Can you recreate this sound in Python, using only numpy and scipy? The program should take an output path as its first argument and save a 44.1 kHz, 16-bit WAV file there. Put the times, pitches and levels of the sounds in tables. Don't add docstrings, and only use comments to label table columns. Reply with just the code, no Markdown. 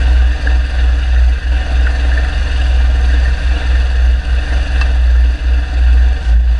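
import sys
import numpy as np
from scipy import signal
from scipy.fft import rfft, irfft
from scipy.io import wavfile
from scipy.ndimage import uniform_filter1d

SR = 44100
rng = np.random.default_rng(int(sys.argv[2]) if len(sys.argv) > 2 else 0)


def waveform_to_disk(signal):
    frames = np.transpose(np.atleast_2d(signal))
    scaled = np.clip(frames, -1, 1) * 32767
    samples = np.round(scaled).astype(np.int16)
    wavfile.write(sys.argv[1], SR, samples)


N = 290619

# t/s, cycle rate/Hz, level/dB of the third-order shaking force
ENGINE_MOTION = [(0.0, 20.961, 21.4), (0.169, 20.441, 20.9), (0.317, 20.85, 18.3), (0.867, 20.699, 19.1),
                 (1.123, 20.367, 19.0), (1.478, 21.057, 17.5), (1.864, 20.799, 20.8), (2.097, 20.831, 20.0),
                 (2.178, 20.557, 19.5), (2.292, 21.753, 21.2), (2.557, 21.361, 21.2), (2.659, 20.707, 21.1),
                 (3.293, 20.713, 21.4), (3.319, 21.589, 20.2), (3.727, 20.853, 20.1), (3.968, 20.406, 19.3),
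                 (4.281, 21.193, 18.9), (4.683, 21.344, 20.4), (4.877, 20.658, 21.1), (5.114, 20.052, 15.3),
                 (5.386, 21.012, 17.0), (5.992, 20.262, 18.8), (6.135, 20.904, 19.0), (6.212, 20.572, 20.6),
                 (6.226, 27.168, 16.0), (6.378, 27.819, 15.3), (6.423, 24.721, 11.0), (6.565, 27.04, 12.3)]
# multiple of the cycle rate, relative level/dB
EXHAUST_ORDERS = [(1, -5.5), (4, -11), (5, -18), (6, -17.5), (7, -23), (8, -23.5), (12, -27.5), (13, -31),
                  (14, -34.5)]
# f/Hz, relative level/dB
RUMBLE_SPECTRUM = [(20, 1.5), (35, 3), (75, -3), (130, -6.5), (220, -21), (380, -29), (1000, -18),
                   (2200, -26), (5000, -29.5), (8300, -44.5), (11000, -57.5)]
# t/s, metal level/dB, panel level/dB
BUZZ_LEVELS = [(0.0, -27.5, -30.5), (0.24, -30.5, -32.5), (0.51, -28, -29.5), (0.6, -31, -35.5),
               (0.83, -29.5, -32.5), (1.51, -32, -37), (1.52, -29.5, -31), (2.66, -27.5, -31.5),
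               (2.9, -30, -32.5), (3.14, -28, -30.5), (3.4, -28.5, -33), (3.6, -27.5, -28.5),
               (4.2, -32, -36), (4.55, -27.5, -30), (4.72, -29, -32), (4.83, -26.5, -28.5),
               (4.88, -30, -31), (5.08, -32.5, -35.5), (5.82, -31.5, -34), (6.33, -33, -34.5),
               (6.37, -39.5, -42), (6.59, -32.5, -37)]
# f/Hz, bandwidth/Hz, relative level/dB
PANEL_MODES = [(166, 53, -5), (248, 53.5, -3.5), (290, 22.3, 4), (467.8, 35.7, -0.5), (558, 113, -3.5),
               (648, 49.5, 0), (676, 26, 0), (749, 34.7, 1), (946.6, 25, -7)]
# f/Hz, bandwidth/Hz, relative level/dB
METAL_MODES = [(1210, 41, -11), (1387, 58, -5.5), (1561, 127, -1.5), (1670, 62, 0), (1801.3, 29.3, 2),
               (1982, 66, -11), (2070, 29, -11), (2360, 75, -12), (2630, 87, -5), (2873, 59, -4),
               (3206, 48, -13.5), (3433, 85, -10), (3686, 69, -9.5), (3966, 79, -15.5), (4200, 180, -20.5),
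               (4460, 128, -13), (4798, 54, -12.5), (5390, 69, -24.5), (5850, 160, -24.5),
               (6283, 76, -18.5), (6880, 150, -32), (7550, 95, -26), (7940, 60, -29), (8250, 65, -44.5),
               (9005, 196, -25.5), (10360, 150, -39), (10230, 230, -36.5)]
# t/s, level/dB of the excitation
KNOCK_BLOWS = [(0.470, 20), (1.162, 17.5), (1.615, 13), (1.869, 16), (2.114, 20.5), (2.173, 21.5),
               (2.246, 19), (3.127, 13), (3.25, 15), (4.505, 19.5)]
# f/Hz, bandwidth/Hz, relative level/dB
CLACK_MODES = [(1000, 300, -10), (1210, 50, 0), (1620, 60, -1), (1850, 90, -5), (2660, 25, 1),
               (4500, 600, -17), (6000, 900, -28)]

IDLE_HZ = 20.7
FRAME_HZ, FRAME_WIDTH_HZ = 59.125, .229
PAN_HZ, PAN_WIDTH_HZ = 170.7, 7.7


def from_db(db):
    return 10 ** (np.asarray(db) / 20)


def unit_rms(x):
    return x / np.sqrt(np.mean(x ** 2) + 1e-20)


def in_time(rows):
    times, *columns = np.transpose(rows)
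    return [np.interp(np.arange(N) / SR, times, column) for column in columns]


def drift(corner_hz):
    r = np.exp(-2 * np.pi * corner_hz * 40 / SR)
    slow = signal.lfilter([1], [1, -2 * r, r * r], rng.standard_normal(N // 40 + 2002))[2000:]
    return np.interp(np.arange(N) / 40, np.arange(len(slow)), unit_rms(slow))


def pan_response(hz):
    return np.exp(-((hz - PAN_HZ) / PAN_WIDTH_HZ) ** 2)


def exhaust(cycles, cycle_hz, beat_db, growl_db):
    out = 0
    for k, db in EXHAUST_ORDERS:
        wave = np.cos(2 * np.pi * k * cycles - .4 * (k - 2) ** 2)
        lift_db = 5 * pan_response(k * cycle_hz) + 0.5 * growl_db * (k > 4)
        waver_db = 0.23 * k * drift(9.4)
        out += np.sqrt(2) * from_db(beat_db + db + lift_db + waver_db) * wave
    return out


def frame_boom(cycles, shake_db, surge):
    second_order = from_db(4.39 + 1.57 * surge) * np.exp(4j * np.pi * cycles)
    force = -1j * from_db(shake_db) * (np.exp(6j * np.pi * cycles) + second_order)
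    pole = np.exp((2j * np.pi * FRAME_HZ - np.pi * FRAME_WIDTH_HZ) / SR)
    frame = signal.lfilter([1 - abs(pole)], [1, -pole], force, zi=[.343j])[0]
    power = np.abs(frame) ** 2
    instant_hz = np.gradient(np.unwrap(np.angle(frame))) * SR / (2 * np.pi)
    mean_hz = uniform_filter1d(power * instant_hz, size=4000) / uniform_filter1d(power, size=4000)
    third_harmonic = (frame ** 3 / (np.abs(frame) + 1e-9)).imag
    return frame.real + from_db(-24.5) * pan_response(3 * mean_hz) * third_harmonic


def rumble(metal_db, growl_db, level_db=-31, crossover_hz=230):
    hz = np.fft.rfftfreq(N, 1 / SR) + 1
    points_hz, points_db = np.transpose(RUMBLE_SPECTRUM)
    spectrum = rfft(rng.standard_normal(N)) * from_db(np.interp(np.log(hz), np.log(points_hz), points_db))
    bass_share = 1 / (1 + (hz / crossover_hz) ** 4)
    low = from_db(1.2 * (growl_db - growl_db.mean())) * irfft(spectrum * bass_share, N)
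    high = from_db(1.2 * (metal_db - metal_db.mean())) * irfft(spectrum * (1 - bass_share), N)
    return from_db(level_db) * unit_rms(low + high)


def contacts(per_s, spread_db, hiss):
    sizes = from_db(spread_db * np.minimum(rng.exponential(1, N), 5)) * rng.choice([-1, 1], N)
    return unit_rms(sizes * (rng.random(N) < per_s / SR)) + hiss * rng.standard_normal(N)


def once_a_cycle(cycles, at, depth_db):
    cycle_index = np.floor(cycles - at + .5).astype(int)
    strength = rng.uniform(.3, 1.7, int(N / SR * 30))[cycle_index]
    return from_db(depth_db * strength * np.cos(np.pi * (cycles - at)) ** 4)


def resonate(force, modes, waver_db):
    out = 0
    for k, (hz, width_hz, level_db) in enumerate(modes):
        r = np.exp(-np.pi * width_hz / SR)
        feedback = [1, -2 * r * np.cos(2 * np.pi * hz / SR), r * r]
        ringing = (1 - r * r) / 2 * signal.lfilter([1, 0, -1], feedback, force)
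        out += (-1) ** k * from_db(level_db + waver_db * drift(6.4)) * ringing
    return out


def buzz(cycles, panels_db, metal_db):
    panels = contacts(per_s=550, spread_db=0.5, hiss=1.05) * once_a_cycle(cycles, at=0.68, depth_db=4.0)
    tubes = contacts(per_s=900, spread_db=1.0, hiss=1.26) * once_a_cycle(cycles, at=0.7, depth_db=2.0)
    parts = contacts(per_s=2500, spread_db=3.5, hiss=1.07) * once_a_cycle(cycles, at=0.68, depth_db=3.0)
    tappets = contacts(per_s=3000, spread_db=3.5, hiss=1.17) * once_a_cycle(cycles, at=0.88, depth_db=2.5)
    metal_ring = resonate(tubes, METAL_MODES[:7], waver_db=1.5)
    metal_ring += resonate(parts, METAL_MODES[7:14], waver_db=1.0)
    metal_ring += resonate(tappets, METAL_MODES[14:], waver_db=0.73)
    panel_ring = resonate(panels, PANEL_MODES, waver_db=0.5)
    return from_db(panels_db) * unit_rms(panel_ring) + from_db(metal_db) * unit_rms(metal_ring)


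def blows(rows, t60_ms, bounces_per_s):
    out, t = np.full(N, 1e-18), np.arange(4000) / SR
    for (start_s, db), chance in zip(rows, rng.random((len(rows), len(t)))):
        sizes = np.cos(1e6 * chance)
        touches = (t == 0) + sizes * (chance < bounces_per_s / SR)
        out[round(start_s * SR):][:len(t)] += from_db(db - 60000 * t / t60_ms) * touches
    return out


def knocks():
    band = signal.butter(2, [1400, 2000], "band", fs=SR, output="sos")
    force = signal.sosfilt(band, blows(KNOCK_BLOWS, t60_ms=60, bounces_per_s=320))
    return resonate(force, METAL_MODES, waver_db=5.5)


def clack(start_s=4.8125, blow_db=25):
    force = blows([(start_s, blow_db)], t60_ms=40, bounces_per_s=1200)
    return resonate(force, CLACK_MODES, waver_db=0)


def gloves(start_s=6.19, rise_s=0.042, hold_s=0.062, fall_s=0.03, level_db=-42.5):
    band = signal.butter(2, [2300, 6000], "band", fs=SR, output="sos")
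    scrape = signal.sosfilt(band, contacts(per_s=2600, spread_db=4.0, hiss=0.45))
    stroke = np.interp(np.arange(N) / SR, np.cumsum([start_s, rise_s, hold_s, fall_s]), [0, 1, 1, 0])
    return from_db(level_db) * stroke * unit_rms(scrape)


def scene():
    cycle_hz, shake_db = in_time(ENGINE_MOTION)
    metal_db, panels_db = in_time(BUZZ_LEVELS)
    cycles = .207 + np.cumsum(cycle_hz) / SR
    surge = np.minimum(cycle_hz - IDLE_HZ, 1)
    metal_swing_db, shake_swing_db = metal_db - metal_db.mean(), shake_db - shake_db.mean()
    beat_db = -24 - 2.5 * surge + 0.78 * shake_swing_db
    growl_db = 5.5 * surge + 0.22 * metal_swing_db + 0.28 * shake_swing_db
    engine = exhaust(cycles, cycle_hz, beat_db, growl_db) + frame_boom(cycles, shake_db, surge)
    noise = rumble(metal_db, growl_db) + buzz(cycles, panels_db, metal_db)
    return (engine + noise + knocks() + clack() + gloves())[None]


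def record(dry, microphone_hz=10800, whine_hz=13906, cutoff_hz=14700):
    t = np.arange(N) / SR
    heard = signal.sosfilt(signal.butter(10, microphone_hz, fs=SR, output="sos"), dry)
    throb = 1 + .6 * np.cos(2 * np.pi * 60 * t)
    whine = from_db(-79 + 3 * drift(8)) * throb * np.sin(2 * np.pi * whine_hz * t)
    hiss = from_db(-68.5 + 1.5 * drift(12)) * rng.standard_normal(N)
    return signal.sosfilt(signal.cheby2(12, 30, cutoff_hz, fs=SR, output="sos"), heard + whine + hiss)


dry = scene()
out = record(dry)
waveform_to_disk(out)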